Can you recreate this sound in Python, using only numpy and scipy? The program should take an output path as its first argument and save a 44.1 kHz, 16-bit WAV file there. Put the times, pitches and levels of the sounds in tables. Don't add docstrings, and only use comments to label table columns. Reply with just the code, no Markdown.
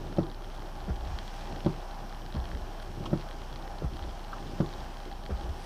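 import sys
import numpy as np
from scipy import signal
from scipy.fft import rfft, irfft, next_fast_len
from scipy.io import wavfile
from scipy.ndimage import uniform_filter1d, map_coordinates

SR = 44100
rng = np.random.default_rng(int(sys.argv[2]) if len(sys.argv) > 2 else 0)


def boost_factor(decibels):
    exponent = np.asarray(decibels, float) / 20
    return 10 ** exponent


def pcm_store(signal):
    levels = np.round(np.clip(np.atleast_2d(signal), -1, 1) * 32767)
    wavfile.write(sys.argv[1], SR, levels.astype(np.int16).T)


N = 249165

# start in seconds, level in dB, brightness in dB per octave,
# level of the first touch in dB.
PARK_KNOCKS = [
    (0.1826, -18.5, 2.5, -18),
    (1.66, -19, 1, -16),
    (3.1285, -21, 1.5, -14),
    (4.601, -20, 1, -25),
]
# frequency in Hz, level in dB per Hz.
SCUFF_SPECTRUM = [(80, 4), (150, 12), (220, -6.5), (400, 1), (800, -10), (1300, -8), (2500, -28),
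                  (6000, -29)]
PANE_HZ = 3305


def unit(x):
    return x / np.sqrt(np.mean(x ** 2) + 1e-20)


def curves(rows):
    s, *cols = np.transpose(rows)
    return [np.interp(np.arange(N) / SR, s, c) for c in cols]


def wobble(rate):
    knots = rng.standard_normal(int(N * rate / SR) + 4)
    return map_coordinates(knots, [np.arange(N) * rate / SR])


def swells(times, wide):
    away = np.arange(N) / SR - np.array(times)[:, None]
    return np.exp(-.5 * (away / wide) ** 2).sum(axis=0)


def coloured(x, spectrum):
    size = next_fast_len(N + 8192)
    hz, db = np.transpose(spectrum)
    bins = np.fft.rfftfreq(size, 1 / SR)
    gain = boost_factor(np.interp(np.log(bins + 1), np.log(hz + 1), db, left=-120, right=-120))
    return unit(irfft(rfft(x, size) * gain, size)[:N])


def rush(spectrum, patchy_db):
    z = signal.stft(rng.standard_normal(N), nperseg=512)[2]
    field = uniform_filter1d(rng.standard_normal(z.shape), size=6, axis=0)
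    field = uniform_filter1d(field, size=10, axis=1)
    noise = signal.istft(z * boost_factor(patchy_db * unit(field)), nperseg=512)[1][:N]
    return coloured(noise, spectrum)


def add(track, s, sound):
    part = track[max(round(s * SR), 0):][:len(sound)]
    part += sound[:len(part)]


def ring(hz, t60, attack, length, crest=0):
    t = np.arange(round(length * SR)) / SR
    decay = boost_factor(-60 * t / t60)
    return np.cos(2 * np.pi * hz * (t - crest)) * decay * (1 - np.exp(-t / attack)) ** 2


def snap(low_hz, high_hz, crowd):
    band = signal.butter(N=3, Wn=[low_hz, high_hz], btype="band", fs=SR, output="sos")
    push = crowd * rng.standard_normal(900) * boost_factor(-60 * np.arange(900) / SR / 0.0042)
    push[0] = 1
    click = signal.sosfilt(band, push)
    return click / np.abs(click).max()


def gusts():
    # time in seconds, strength of the rain in dB.
    rain = [
        (0.0, -56),
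        (0.28, -58.5),
        (1.41, -52),
        (2.0, -56),
        (2.53, -54.5),
        (3.38, -54.5),
        (3.79, -56),
        (4.74, -53),
        (5.24, -57),
        (5.65, -52),
    ]
    db, = curves(rain)
    return db - db.mean()


def engine():
    # time in seconds, firing rate in Hz, level in dB.
    idle = [
        (0, 29.84, -40),
        (1.5, 30.44, -40),
        (3, 30.62, -39.5),
        (4.5, 30.6, -41),
        (5.65, 29.9, -41.5),
    ]
    hz, db = curves(idle)
    turn = 2 * np.pi * np.cumsum(hz) / SR
    flutter = 1 + 0.053 * np.sin(turn / 2) + 0.049 * wobble(4.07)
    firing = boost_factor(db) * np.sqrt(2) * flutter * np.sin(turn)
    return firing + boost_factor(db - 14) * np.sin(2 * turn)


def cabin():
    # frequency in Hz, level in dB per Hz.
    blower_spectrum = [(300, -31), (450, -11), (600, -5), (720, -3), (770, -2), (802, 4), (835, -1),
                       (900, -5), (1300, -11.5), (1800, -17.5), (2500, -61)]
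    # frequency in Hz, level in dB per Hz.
    hiss_spectrum = [(3240, -32), (5500, -2), (7320, -35), (8090, -7), (8970, -9), (14300, -11),
                     (15000, -11.5), (15500, -22)]
    # frequency in Hz, rms level in dB.
    whine_tones = [(7212, -102), (14423, -88)]
    blower_db, blower_follows = -48, 0.18
    hiss_db, hiss_follows = -67.5, 0.32
    blower_gain = boost_factor(blower_db + blower_follows * gusts() + 1.04 * wobble(11))
    blower = blower_gain * rush(blower_spectrum, patchy_db=-0.47)
    hiss = boost_factor(hiss_db + hiss_follows * gusts()) * rush(hiss_spectrum, patchy_db=1.5)
    t = np.arange(N) / SR
    whine = sum(boost_factor(db) * np.sqrt(2) * np.sin(2 * np.pi * hz * t) for hz, db in whine_tones)
    return blower + hiss + whine


def swish():
    # frequency in Hz, level in dB per Hz.
    spray_spectrum = [(3500, -20), (6500, -7), (9500, 0), (11500, -5), (14500, -21)]
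    nearing = swells([5.68], 0.069)
    return boost_factor(-64) * nearing * rush(spray_spectrum, patchy_db=3)


def patter():
    # frequency in Hz, level in dB per Hz.
    wash_spectrum = [(880, -28), (1500, -1.5), (1640, -3.5), (2140, -5.5), (3240, -4.5), (3600, -10.5),
                     (4970, -10.5), (5440, -7.5), (7200, -17.5), (8000, -18.5), (10400, -56), (17600, -120)]
    # frequency in Hz, level in dB per Hz.
    tap_spectrum = [(1200, -30), (2000, -14), (2700, -8), (3200, 0), (3700, -3), (4800, -4), (5800, -10),
                    (7000, -22), (13000, -30), (15600, -36)]
    # frequency in Hz, level in dB per Hz.
    spill_spectrum = [(1500, -24), (2500, -4), (3250, 3.5), (3800, -6), (5500, -9), (7500, -25),
                      (13000, -37)]
    # start in seconds, level in dB, decay t60 in seconds.
    spills = [
        (3.9, -58, 0.034),
        (3.055, -41, 0.084),
        (2.9, -52, .04),
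        (2, -47, 0.046),
    ]
    patter_db = -57 + gusts()
    draw = rng.random((3, N))
    struck = draw[0] < 450 / SR
    taps = struck * boost_factor(-3.2 * np.log(draw[1] + .09)) * np.sign(draw[2] - .5)
    spill = np.zeros(N)
    for s, db, t60 in spills:
        add(spill, s, boost_factor(db) * ring(0, t60, 0.0007, .08))
    wash = rush(wash_spectrum, patchy_db=.8) + .5 * coloured(taps, tap_spectrum)
    return boost_factor(patter_db + 0.58 * wobble(8.1)) * wash + spill * rush(spill_spectrum, patchy_db=0.5)


def near_drops():
    # start in seconds, peak level in dB, frequency in Hz.
    ticks = [(0.1715, -39, 3180), (0.2988, -42.5, 3860), (0.3142, -41, 3380), (0.659, -44.5, 3680),
             (1.051, -39, 3230), (1.278, -37, 3400), (1.5244, -38, 2730), (1.604, -38, 3000),
             (1.6464, -40, 3530), (1.9105, -37.5, 3150), (2.0946, -41, 3320), (2.2618, -40, 3120),
             (2.3236, -38, 3370), (2.4542, -38, 3200), (2.799, -39, 3240), (3.1742, -38.5, 3300),
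             (3.21, -38, 2800), (3.2876, -39.5, 3340), (3.5269, -38.5, 3380), (3.7833, -40, 3180),
             (4.0923, -42, 3230), (4.2465, -42, 3020), (4.6606, -39.5, 3500), (4.6897, -38.5, 3310),
             (4.7364, -39, 3800), (5.1255, -39, 3350), (5.2365, -39, 3100), (5.253, -41, 3310),
             (5.3961, -46, 3250), (5.4101, -41, 3470)]
    # start in seconds, peak level in dB, body level in dB.
    plops = [(0.4439, -44, 3), (0.621, -43, 3), (1.0727, -40.5, 2), (1.1866, -30, -1.5), (1.3917, -47, 1),
             (1.455, -41, -1.5), (1.5599, -40, 4), (1.6633, -36.5, 1), (2.3405, -39, -6), (2.3504, -38, -3),
             (2.5492, -41, 6), (2.5716, -41, 2), (2.823, -39, -1.5), (3.039, -43, 2), (3.3103, -40, 6),
             (3.417, -40, -1.5), (3.5583, -35, -2), (3.934, -43, -1.5), (3.968, -38.5, 1),
             (3.9918, -40.5, 7), (4.0246, -38.5, -1.5), (4.2802, -47, 2), (4.6057, -39, 2),
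             (4.9695, -40, 1), (5.0015, -41, -1.5), (5.0527, -41, 2), (5.1138, -39, 3), (5.2614, -36.5, 1),
             (5.434, -44, -5), (5.4924, -43, 3)]
    tick_body_db = -5
    stray_db, stray_spread_db, stray_body_db = -46, 3, -2
    count = int(28 * N / SR)
    when = rng.random(count) * N / SR
    size = rng.standard_normal((count, 3))
    rows = [(s, db, hz, tick_body_db) for s, db, hz in ticks]
    rows += [(s, db, PANE_HZ, body_db) for s, db, body_db in plops]
    for s, (a, b, c) in zip(when, size):
        db = stray_db + stray_spread_db * min(a, 1.4)
        rows.append((s, db, PANE_HZ * (1 + 0.063 * b), stray_body_db + 4 * c))
    return rows


def drops():
    # start in seconds, peak level in dB.
    pings = [(0.5477, -53), (0.6295, -54), (1.2775, -52), (1.3648, -50), (1.3927, -56), (2.613, -54),
             (2.7337, -52), (2.826, -51), (3.2869, -56), (3.3099, -53), (3.8467, -53), (3.9674, -52),
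             (4.1225, -56)]
    # start in seconds, level in dB, frequency in Hz, t60 in seconds.
    splats = [
        (0.084, -41, 305, 0.031),
        (.63, -44, 361, 0.15),
        (3.04, -34, 890, 0.033),
        (3.056, -28.5, 1064, 0.037),
        (4.327, -27, 1300, 0.042),
        (5.059, -35, 350, 0.1),
    ]
    panel_modes = ((.9, 0), (1.02, 2), (1.2, -3))
    spray_db, spray_grows = -29.5, .5
    out = np.zeros(N)
    spray = snap(5500, 10300, crowd=0.25)
    for s, db, hz, low_db in near_drops():
        glass = .4 * ring(hz, .016, .0002, 900 / SR) + snap(.92 * hz, 4600, crowd=.12)
        low = boost_factor(low_db - 2.5) * snap(1040, 1990, crowd=0.22)
        high = boost_factor(spray_db + 16 + (spray_grows - 1) * (db + 45)) * spray
        add(out, s + .001, boost_factor(db + .3) * (glass + low + high))
    for s, db in pings:
        add(out, s, boost_factor(db + 4) * snap(4500, 11500, crowd=.25))
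    for s, db, hz, t60 in splats:
        boom = sum(boost_factor(side_db) * ring(hz * k, t60, 0.0026, .1) for k, side_db in panel_modes)
        add(out, s, boost_factor(db) * boom)
    return out


def wipers():
    # frequency in Hz, level in dB per Hz.
    shake_spectrum = [(8.8, -42), (15, -13), (38, -14), (46, -41), (54, 44), (118, -1), (140, -34),
                      (180, -24), (310, -120)]
    # frequency in Hz, level in dB per Hz.
    linkage_spectrum = [(53, -13), (90, 1.5), (145, -1.5), (237, -4.5), (264, -7.5), (377, -3),
                        (426, -12.5), (650, -14), (840, -69), (1430, -120)]
    # start in seconds, level in dB.
    flips = [
        (0.879, -27),
        (.895, -28.5),
        (2.345, -27.5),
        (2.36, -27.5),
        (3.821, -25.5),
        (3.84, -29),
        (5.292, -27.5),
        (5.305, -27.5),
    ]
    # frequency in Hz, level in dB, decay t60 in seconds.
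    blade_modes = [(157, -3, 0.082), (194, -2.5, 0.13), (354, 7, 0.014), (430, -1, 0.022), (570, -7, .04),
                   (700, -12, 0.096)]
    # start in seconds, level in dB, start frequency in Hz,
    # end frequency in Hz, rise in seconds.
    shudders = [(0.888, -25, 143, 54.7, 0.026), (0.941, -37, 60, 45, 0.015), (1.078, -31, 101, 66, 0.018),
                (1.128, -31.5, 92, 56, 0.019), (2.347, -27, 150, 51.6, 0.041),
                (2.534, -33.5, 101, 61, 0.021), (2.6, -35, 70, 48, 0.018), (3.829, -25.5, 150, 49.5, 0.032),
                (3.998, -32, 106, 64.5, 0.026), (5.297, -25.5, 150, 48.7, 0.041),
                (5.48, -28, 101, 67.7, 0.027)]
    parks = np.array([row[0] for row in PARK_KNOCKS])
    turns = np.array([row[0] for row in flips[::2]])

    shake_db = -52.5 + 10.5 * swells(turns + 0.2, .1) - 5 * swells(parks - 0.16, 0.16)
    linkage_db = -48.5 + 8 * swells(parks - 0.11, 0.075) + 2.5 * swells(turns + .16, 0.09)
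    out = boost_factor(shake_db + 1.5 * wobble(14)) * rush(shake_spectrum, patchy_db=2.5)
    out += boost_factor(linkage_db + 0.73 * wobble(11)) * rush(linkage_spectrum, patchy_db=1.5)

    drag = np.zeros(N)
    for s, db in flips:
        add(drag, s, boost_factor(db - 5.5) * ring(0, 0.096, 0.0039, .15))
        spread = rng.standard_normal((len(blade_modes), 3))
        for (hz, level, t60), (a, b, c) in zip(blade_modes, spread):
            crest = 0.00294 + 0.00211 * c
            mode = ring(hz * (1 + 0.057 * b), t60, 0.0011, .15, crest=crest)
            add(out, s, boost_factor(db + level - 4.5 + 2.4 * a) * mode)
    out += drag * rush(SCUFF_SPECTRUM, patchy_db=0.5)

    t = np.arange(SR // 4) / SR
    for s, db, hz, end_hz, rise in shudders:
        falling = end_hz + (hz - end_hz) * np.exp(-t / (0.55 * rise))
        swell = (t / rise * np.exp(1 - t / rise)) ** 4
        add(out, s, boost_factor(db) * swell * np.sin(2 * np.pi * np.cumsum(falling) / SR))
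    return out


def knocks():
    # frequency in Hz, level in dB, decay t60 in seconds.
    cowl_modes = [(104.5, -6, 0.23), (150, -5, 0.25), (176, 7.5, 0.087), (220, -0.5, .08),
                  (321, 1.5, 0.092), (350, -13, 0.12), (572, 6.5, 0.028), (700, -14, 0.049),
                  (800, -9.5, 0.037), (1070, -29, 0.014), (1304, -25.5, 0.068), (2050, -28, 0.0068),
                  (2620, -30, 0.034), (5470, -28, 0.019)]
    # frequency in Hz, level in dB per Hz.
    rattle_spectrum = [(70, -40), (150, -24), (250, -5), (340, 6), (600, -18), (1200, -13)]
    rise_s, crest_s = .0032, .0026
    out, shaken, slap = np.zeros((3, N))
    for s, db, bright_db, touch_db in PARK_KNOCKS:
        blow = 0
        for hz, level, t60 in cowl_modes:
            mode_db = level + bright_db * np.log2(hz / 200)
            blow = blow - boost_factor(mode_db) * ring(hz, t60, rise_s, .3, crest=crest_s)
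        add(out, s, boost_factor(db) * blow)
        add(out, s - .014, boost_factor(db + touch_db) * blow)
        add(out, s + 0.00198, boost_factor(db - 17.5) * snap(490, 1930, crowd=0.41))
        add(shaken, s, boost_factor(db - 12.5) * ring(0, 0.31, 0.0031, .3))
        add(slap, s, boost_factor(db - 9.5) * ring(0, 0.076, .002, .1))
    rattle = shaken * rush(rattle_spectrum, patchy_db=-1.5)
    return out + rattle + slap * rush(SCUFF_SPECTRUM, patchy_db=-1.5)


def scene():
    background = engine() + cabin() + swish() + patter()
    return (background + drops() + wipers() + knocks())[None]


def band_limit(x):
    return signal.sosfilt(signal.butter(12, 15640, fs=SR, output="sos"), x)


def record(dry):
    return band_limit(dry)


dry = scene()
out = record(dry)
pcm_store(out)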